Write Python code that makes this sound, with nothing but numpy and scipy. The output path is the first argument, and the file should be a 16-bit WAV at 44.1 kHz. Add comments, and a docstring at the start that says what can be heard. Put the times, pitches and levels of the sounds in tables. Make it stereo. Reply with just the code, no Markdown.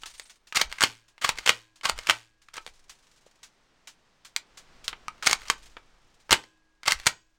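"""Cocking an airsoft machine pistol

Five times, close by in a small cluttered room, the handle scrapes back over a catch to its stop and eases
forward, and the bolt slams home; once the bolt is freed with no pull before it. Impacts and stick-slip
friction excite the resonant shell, and each slam sets the return spring buzzing and the steel ringing.
Between the strokes come small clicks, a rustling sleeve, handling thuds on the right and a faint hiss."""
import sys
import numpy as np
from scipy import signal
from scipy.fft import rfft, irfft, next_fast_len
from scipy.io import wavfile
from scipy.ndimage import uniform_filter1d, map_coordinates

SR = 44100
rng = np.random.default_rng(int(sys.argv[2]) if len(sys.argv) > 2 else 0)


def to_wav(s):
    """Save 16-bit WAV."""
    ch = np.atleast_2d(s).T  # columns
    pcm = np.round(np.clip(ch, -1, 1) * 32767)  # PCM
    wavfile.write(sys.argv[1], SR, pcm.astype(np.int16))


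N = 325458

# Coherence of the sound field. Each row: frequency in Hz, left-right correlation.
COHERENCE = [(200, .9), (560, 0.45), (1200, 0.91), (2800, 0.75), (5500, 0.57), (9000, 0.24)]
# Reverberation of the room. Each row: frequency in Hz, time to fall 60 dB (t60) in seconds.
ROOM_DECAY = [(300, .25), (2000, .17), (14000, 0.098)]
# Slow drift of the background hiss. Each row: time in seconds, level in dB.
AIR_LEVEL = [(0, -71), (2.4, -75), (2.9, -67.5), (4.3, -66.5), (4.72, -59), (5.2, -59.5), (6.25, -67),
             (6.6, -73), (7.35, -77)]
# Spectra of hiss, ticks, cloth and gun, heard through a microphone that dips near 11.3 kHz.
# Each row: frequency in Hz, relative gain in dB.
AIR_SPECTRUM = [(35, -38), (60, -10), (118, -2.5), (1110, -5), (5720, -14), (8510, -22), (11300, -35)]
HEARD_CLOTH_SPECTRUM = [(200, -19.5), (900, -5), (3000, 0), (7000, 0), (10000, -8), (11300, -23.5),
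                        (13000, -14), (16000, -19.5)]
HEARD_GUN_SPECTRUM = [(60, -14), (300, -12.5), (450, -7.5), (1000, -5), (2300, -0.8), (5000, -4.7),
                      (9000, -10.5), (10300, -17), (11300, -31), (12500, -18.5), (15500, -25)]
# Soft hissy ticks. Each row: start in seconds, level in dB.
SOFT_TICKS = [(.057, -36), (.47, -49), (1.081, -55), (1.757, -52), (2.417, -56), (2.894, -41),
              (3.43, -41.5), (3.872, -39.5), (4.248, -42), (4.572, -41), (4.841, -41), (5.629, -50)]
# The sleeve brushes past, the taut sleeve zips against itself, and the grip shifts.
# Each row: middle in seconds, half length in seconds, level in dB.
SLEEVE_RUSTLES = [(.1, .12, -51), (.31, .04, -55), (2.68, .13, -61), (3.15, .25, -66), (5.63, .12, -58),
                  (6.17, .13, -70)]
SLEEVE_ZIPS = [(.19, .12, -59)]
GRIP_SHIFTS = [(.05, .12, -60), (2.7, .2, -60), (4.8, .2, -59), (5.55, .4, -56)]
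# Dull bumps of hand and stock. Each row: start in seconds, level in dB, pitch in Hz.
HAND_BUMPS = [(3.265, -36, 540), (6.312, -20.5, 78.2), (6.319, -21, 175)]
# Resonances of the receiver shell. Each row: centre in Hz, half width in Hz, relative strength in dB.
SHELL_MODES = [(897, 40, -6), (1144, 130, -4), (1535, 80, -1), (2130, 110, -4), (3100, 160, -9),
               (4450, 150, -9), (6750, 120, -12)]
# Modes of the steel parts. Each row: frequency in Hz, relative level in dB, t60 in seconds.
STEEL_MODES = [(317.6, -27, 2.3), (339, -15, .4), (1034, -19, .6), (1500, -21, .8), (1642, -28, 3.2),
               (2595, -25, .77), (2923, -5, .32), (3612, -12, .3), (7386, -22, .5)]
# Ringing of a struck catch, stop or latch. Each row: start in seconds, level in dB, pitch in Hz.
LATCH_PINGS = [(.034, -35, 1290), (.5246, -33, 1260), (1.245, -21, 1150), (1.855, -20, 1110),
               (2.5785, -33, 1300), (5.083, -26, 1245), (5.33, -22, 2200), (5.5, -20, 1160),
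               (5.501, -21, 3140), (6.88, -18, 2110), (6.922, -19, 2100)]
# Clicks of latches and loose parts. Each row: start in seconds, then level, knock and brightness in dB.
# Throughout, knock is a gain below 600 Hz and brightness a gain above 6 kHz.
LATCH_CLICKS = [(.0342, -33.5, -5.5, -4), (.1971, -32, -2, 2.5), (.5575, -20, -10, 7),
                (.7844, -32, -5.5, -4), (2.4852, -45, -2, -7.5), (2.5405, -39, 4, 4), (2.567, -36, 0, 6),
                (2.5785, -33.5, 4.5, -8), (2.6645, -34, 7.5, 2), (2.676, -39, 8, -3), (4.3633, -18, 0, 6),
                (4.88, -19.5, -2.5, 2), (4.9288, -32, .5, -21), (5.0823, -26.5, -10.5, -8.5),
                (5.7678, -36.5, 2, -18.5), (6.2939, -35, 9.5, -7.5), (6.4383, -45, 3, -3)]
# The hand scrapes off the handle. One row: start and end in seconds, level in dB.
HAND_GRAZE = (2.535, 2.578, -45)
# The handle is drawn back. Each row: time in seconds and level in dB of the grip, of the catch and of
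# the rear stop, then rubbing level, brightness and thump level in dB.
HANDLE_PULLS = [(.5246, -30, .5707, -14.5, .6143, -12, -30.5, 1.5, -27.5),
                (1.1802, -46, 1.2463, -15, 1.291, -14, -35, -1, -29.5),
                (1.8113, -42, 1.855, -17, 1.8965, -14.5, -36, -2, -27),
                (5.18, -56, 5.2703, -10.5, 5.33, -12.5, -33, 2, -42),
                (6.8324, -37, 6.8803, -12, 6.9206, -12, -31.5, 1.5, -28.5)]
# The catch gives way in three slips. Each row: offset in seconds, level in dB, both from the catch.
CATCH_SLIPS = [(-.002, -6), (0, -2), (.0025, -3.5)]
# The handle eases forward over a double notch. Each row: second touch in seconds, its level in dB.
RETURN_NOTCHES = [(.7256, -27.5), (1.3852, -26.5), (1.9884, -28), (5.418, -41), (6.9992, -35)]
# The bolt knocks in its rails and bounces. Each row: start in seconds, level in dB, brightness in dB.
BOLT_JOLTS = [(.8187, -15.5, -4), (.8272, -14.5, 6), (.8445, -21, -5), (1.4756, -15, -5), (1.483, -20, 2),
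              (1.4945, -16, 0), (1.5025, -18, -6), (2.0905, -21, -6), (2.0995, -16, -3), (2.108, -15, -2.5),
              (5.2625, -21, 7), (5.296, -22, -3), (5.3117, -17.5, 5), (6.319, -13, 2), (6.909, -19, 4),
              (7.0705, -13.5, 7), (7.0735, -15, 3)]
# The bolt runs forward. Each row: time in seconds and level in dB of the release and of the slam home,
# then scrape level, knock, brightness and spring buzz level in dB.
BOLT_SLAMS = [(.8078, -17.5, .8368, -9, -30, -1.5, -2.5, -35.5),
              (1.4617, -19.5, 1.4924, -7.5, -29, -1, -4.5, -37),
              (2.07, -24, 2.0968, -8.5, -35, -3, -5, -36), (5.484, -35, 5.5, -13, -52, 2, 1.5, -62),
              (6.3082, -13.5, 6.3274, -5.5, -23.5, 2.5, -1.5, -41.5),
              (7.0593, -27, 7.067, -9.5, -42, 4.5, 4.5, -50.5)]


def amp(db):
    """Decibels as an amplitude ratio."""
    return 10 ** (np.asarray(db) / 20)


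def unit(x):
    """The signal scaled to an rms of 1."""
    return x / np.sqrt(np.mean(x ** 2) + 1e-20)


def seconds(length):
    """A time axis of the given length in seconds."""
    return np.arange(int(length * SR)) / SR


def along(points, hz):
    """Interpolation of (Hz, value) points on a logarithmic frequency axis."""
    frequencies, values = np.transpose(points)
    return np.interp(np.log(hz + 1), np.log(frequencies), values)


def add(track, s, sound):
    """Superposition: a sound joins the track at s seconds."""
    part = track[..., max(0, round(s * SR)):][..., :sound.shape[-1]]
    part += sound[..., :part.shape[-1]]


def wobble(n, rate):
    """A smooth random modulation with rate knots a second."""
    return map_coordinates(rng.standard_normal(int(n * rate / SR) + 4), [np.arange(n) * rate / SR])


def swells(rows):
    """A sum of Gaussian envelopes, one for each (middle s, half length s, dB)."""
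    t = np.arange(N) / SR
    return sum(amp(db) * np.exp(-((t - s) / half) ** 2) for s, half, db in rows)


def coloured(x, level_db, padding=4096):
    """A minimum-phase filter whose gain in dB is a function of frequency."""
    n = x.shape[-1]
    m = 2 * next_fast_len((n + padding) // 2)
    cepstrum = irfft(np.log(amp(level_db(np.fft.rfftfreq(m, 1 / SR)))), m)
    cepstrum[1:m // 2] *= 2  # folding the cepstrum makes the response causal
    cepstrum[m // 2 + 1:] = 0
    return irfft(rfft(x, m) * np.exp(rfft(cepstrum)), m)[..., :n]


def stereo_noise(n):
    """Partly coherent noise, alike at the two microphones in the bass and less so in the treble."""
    m = next_fast_len(n)
    angle = np.arccos(np.clip(along(COHERENCE, np.fft.rfftfreq(m, 1 / SR)), -1, 1)) / 2
    mid, side = irfft(rfft(rng.standard_normal((2, m))) * [np.cos(angle), np.sin(angle)], m)[:, :n]
    return np.array([mid + side, mid - side])


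def background():
    """Broadband noise: a faint hiss that swells and sinks slowly."""
    level_db = np.interp(np.arange(N) / SR, *np.transpose(AIR_LEVEL))
    return amp(level_db) * unit(coloured(stereo_noise(N), lambda hz: along(AIR_SPECTRUM, hz)))


def room(x, wet_db=-15, build_s=.0032):
    """Diffuse reverberation: crowded shelves scatter a short tail whose treble dies first."""
    hz, t, spectrum = signal.stft(stereo_noise(SR // 2), SR, nperseg=256)
    tail = signal.istft(spectrum * amp(-60 * t / along(ROOM_DECAY, hz)[:, None]), SR, nperseg=256)[1]
    tail *= 1 - np.exp(-(np.arange(tail.shape[1]) / SR / build_s) ** 2)
    return amp(wet_db) * signal.fftconvolve(x, tail / np.linalg.norm(tail[0]), axes=1)[:, :N]


def direct_path(x, lag_s=.000016):
    """Path difference: sound from the right reaches the left microphone a moment later."""
    m = next_fast_len(N)
    phase = np.pi * np.fft.rfftfreq(m, 1 / SR) * lag_s * np.array([[-1], [1]])
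    return irfft(rfft(x, m) * np.exp(1j * phase), m)[:, :N]


def ticks(t60=.14, rise_s=.0013):
    """Exponentially decaying noise bursts, heard as soft ticks that fade in a short hiss."""
    out, t = np.zeros((2, N)), seconds(.25)
    for s, db in SOFT_TICKS:
        hiss = unit(coloured(stereo_noise(len(t)), lambda hz: along(HEARD_CLOTH_SPECTRUM, hz)))
        add(out, s, hiss * amp(db - 60 * t / t60) * (1 - np.exp(-t / rise_s)))
    return out


def sleeve_rustle(crease_db=4, rest_db=-82, slip_hz=24, slip_db=13):
    """Friction noise: nylon rustles in uneven creases and quick slips, swelling as the arm moves."""
    slip_phase = (slip_hz * np.arange(N) / SR + wobble(N, 10) / 2) % 1
    folds = amp(crease_db * np.tanh(wobble(N, 60)) - slip_db * slip_phase)
    rustle = unit(coloured(stereo_noise(N) * folds, lambda hz: along(HEARD_CLOTH_SPECTRUM, hz)))
    return (amp(rest_db) + swells(SLEEVE_RUSTLES)) * rustle


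def sleeve_zip(centre_hz=8700, width_hz=450, flutter_db=4):
    """Periodic friction: fine nylon ribs slide over each other in a narrow, fluttering whistle."""
    band = coloured(stereo_noise(N), lambda hz: -20 * np.log10(1 + ((hz - centre_hz) / width_hz) ** 2))
    return swells(SLEEVE_ZIPS) * unit(band * amp(flutter_db * wobble(N, 80)))


def grip_rumble(rest_db=-71, left_db=-15, sway_hz=13.3, sway_db=6):
    """Structure-borne sound: the grip shakes the microphones, most just after each rear stop."""
    shakes = [(stop + .06, .065, thump_db - 19) for _, _, _, _, stop, *_, thump_db in HANDLE_PULLS]
    spectrum = [(20, -2), (42, 5), (62, -7), (90, -13), (200, -22.5), (800, -67)]
    rumble = coloured(rng.standard_normal(N), lambda hz: along(spectrum, hz))
    sway_phase = sway_hz * np.arange(N) / SR + wobble(N, 2) / 2  # the gun rocks in the hands
    motion = unit(rumble * amp(2 * wobble(N, 3.6))) + amp(sway_db) * np.sin(2 * np.pi * sway_phase)
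    return motion * (amp(rest_db) + swells(list(GRIP_SHIFTS) + shakes)) * amp([[left_db], [0]])


def stock_thuds(stock_hz=170, stock_db=-21, thump_hz=51, thump_lag_s=.028, decay_cycles=7):
    """Damped oscillation: bumps, stops and releases jolt the stock, the deepest mainly on the right."""
    thuds = list(HAND_BUMPS)
    for _, _, _, _, stop, stop_db, _, _, thump_db in HANDLE_PULLS:
        thuds += [(stop + thump_lag_s, thump_db, thump_hz), (stop, stop_db + stock_db, stock_hz)]
    thuds += [(release, db + stock_db, stock_hz) for release, db, *_ in BOLT_SLAMS]
    out, t = np.zeros((2, N)), seconds(.3)
    for s, db, hz in thuds:
        envelope = (1 - np.exp(-t * hz * 2)) * amp(db - 60 * t * hz / decay_cycles)
        left_db = along([(50, -15), (90, -1.4)], hz)
        add(out, s, np.sin(2 * np.pi * hz * t) * envelope * amp([[left_db], [0]]))
    return out


def latch_pings(t60=.045):
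    """Free vibration: a catch, stop or latch rings in one brief mode, set by where it is struck."""
    out, t = np.zeros((2, N)), seconds(.15)
    for s, db, hz in LATCH_PINGS:
        add(out, s, np.sin(2 * np.pi * hz * t) * amp(db - 60 * t / t60))
    return out


def shell_db(hz, tilt, lift=.73):
    """Resonance: shell peaks on the broad spectrum of gun and microphone, tilted by (Hz, dB) points."""
    peaks = sum(amp(db / 2) / (1 + ((hz - centre) / width) ** 2) for centre, width, db in SHELL_MODES)
    return along(HEARD_GUN_SPECTRUM, hz) + 20 * np.log10(1 + lift * peaks) + along(tilt, hz)


def spring(surge_hz=113, buzz_t60=.34, slap_db=20, hum_t60=.55, hum_db=-15):
    """Wave reflection: a surge runs up and down the coil, humming and slapping the guide each return."""
    out, t = np.zeros((2, N)), seconds(.6)
    hum = np.sin(2 * np.pi * surge_hz * t) * (1 - np.exp(-t / .02)) * amp(-60 * t / hum_t60)
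    slaps = unit(amp(-slap_db * (surge_hz * t % 1)))
    tilt = [(500, -15), (3000, 0), (9000, 1)]
    for _, _, home, *_, buzz_db in BOLT_SLAMS:
        buzz = unit(coloured(slaps * stereo_noise(len(t)), lambda hz: shell_db(hz, tilt)))
        add(out, home, buzz * amp(buzz_db - 60 * t / buzz_t60) + hum * amp(buzz_db + hum_db))
    return out


def ring(modes, bright_db=0):
    """Modal decay: a damped sine for each (Hz, dB, t60 s), with its own phase at either microphone."""
    t = seconds(2)
    out = np.zeros((2, len(t)))
    for hz, db, t60 in modes:
        life = t[t < t60]
        phase = rng.random() + rng.random((2, 1)) / 2
        level_db = db + along([(3000, 0), (6000, bright_db)], hz)
        add(out, 0, amp(level_db - 60 * life / t60) * np.sin(2 * np.pi * (hz * life + phase)))
    return out


def steel(strokes, slam_db=-34, shimmer_db=-78, shimmer_t60=.35, mode_count=70):
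    """Modal excitation: the strokes leave a shimmer of faint modes, and each slam rings clear ones."""
    shimmer = ring([(hz, shimmer_db, shimmer_t60) for hz in rng.uniform(1400, 8800, mode_count)])
    out = signal.fftconvolve(strokes, shimmer, axes=1)[:, :N]
    for _, _, home, home_db, _, _, bright_db, _ in BOLT_SLAMS:
        add(out, home, amp(home_db + slam_db) * ring(STEEL_MODES, bright_db))
    return out


def rubbing_envelope(bind=1.2, bind_s=.0064, ease_lead_s=.03, ease_db=-50):
    """Sliding friction: the rails rub between contacts and bind harder just before each slide ends."""
    slides = [HAND_GRAZE]
    for grip, _, catch, _, stop, _, db, _, _ in HANDLE_PULLS:
        slides += [((grip + catch) / 2, catch, db), (catch, stop, db)]
    for notch, _ in RETURN_NOTCHES:  # the handle rubs lightly until it is let go
        next_release = min(release for release, *_ in BOLT_SLAMS if release > notch)
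        slides.append((notch - ease_lead_s, next_release, ease_db))
    slides += [(release, home, db) for release, _, home, _, db, *_ in BOLT_SLAMS]
    out = np.zeros(N)
    for start, end, db in slides:
        remaining = seconds(max(end - start, .002))[::-1]
        add(out, start, amp(db) * (1 + bind * np.exp(-remaining / bind_s)))
    return uniform_filter1d(out, size=60)


def rail_scrape(grain_db=3, slip_rate=600, judder_db=2.5, rail_hz=1270, width_hz=130, rail_db=6):
    """Stick-slip friction: dense uneven grains excite the rail's own resonance and the shell."""
    def response_db(hz):
        rail_peak = rail_db / (1 + ((hz - rail_hz) / width_hz) ** 2)
        return rail_peak + shell_db(hz, [(300, -3), (1200, -1), (8000, 0)])

    grains = stereo_noise(N) * amp(grain_db * wobble(N, slip_rate) + judder_db * wobble(N, 140))
    return rubbing_envelope() * unit(coloured(grains, response_db))


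def impacts(rows, crack_t60=.014, rattle_t60=.091, rattle_db=-18, chatter_db=3.5):
    """Impact excitation: a hard crack, then a short rattle of loose parts, radiates through the shell."""
    out, t = np.zeros((2, N)), seconds(.12)
    for s, db, knock_db, bright_db in rows:
        envelope = amp(-60 * t / crack_t60) + amp(rattle_db - 60 * t / rattle_t60)
        force = envelope * amp(chatter_db * wobble(len(t), 900)) * stereo_noise(len(t))
        tilt = [(600, knock_db), (1200, 0), (3000, 0), (6000, bright_db)]
        hit = coloured(force, lambda hz: shell_db(hz, tilt))
        attack_rms = np.sqrt(np.mean(hit[:, t < .003] ** 2))
        add(out, s, amp(db) * hit / attack_rms)
    return out


def action_contacts():
    """Collisions of handle and bolt. Each row: start in seconds, level, knock and brightness in dB."""
    rows = []
    for grip, grip_db, catch, catch_db, stop, stop_db, rub_db, bright_db, _ in HANDLE_PULLS:
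        rows.append((grip, grip_db, -6, bright_db - 6))
        rows.append((catch - .0065, rub_db + 6, 0, bright_db))  # the rails snag just before the catch
        rows.append((stop, stop_db, -3, bright_db))
        rows += [(catch + s, catch_db + db, -2, bright_db) for s, db in CATCH_SLIPS]
    for s, db in RETURN_NOTCHES:
        rows += [(s - .0098, db - 9, 0, 0), (s, db, 0, 0)]  # a light touch, then a firmer one
    for release, release_db, home, home_db, _, knock_db, bright_db, _ in BOLT_SLAMS:
        rows.append((release, release_db, knock_db - 3, bright_db + 3))  # thinner than the slam
        rows.append((home, home_db, knock_db, bright_db))
    return rows + [(s, db, 0, bright_db) for s, db, bright_db in BOLT_JOLTS]


def scene():
    """Superposition of airborne and structure-borne sound; the gun is close and a little to the right."""
    strokes = impacts(action_contacts()) + rail_scrape()
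    gun = strokes + impacts(LATCH_CLICKS) + steel(strokes) + spring() + latch_pings()
    airborne = direct_path(gun) + room(gun) + ticks() + sleeve_rustle() + sleeve_zip() + background()
    return airborne * amp([[-.9], [.8]]) + grip_rumble() + stock_thuds()


def record(dry, top_hz=16100):
    """Saturation and band limiting: the hardest peaks flatten at full scale; the top treble is cut."""
    clipped = dry / (1 + np.abs(dry) ** 6) ** (1 / 6)
    m = next_fast_len(N + SR // 2)
    return irfft(rfft(clipped, m) * (np.fft.rfftfreq(m, 1 / SR) < top_hz), m)[:, :N]


dry = scene()
out = record(dry)
to_wav(out)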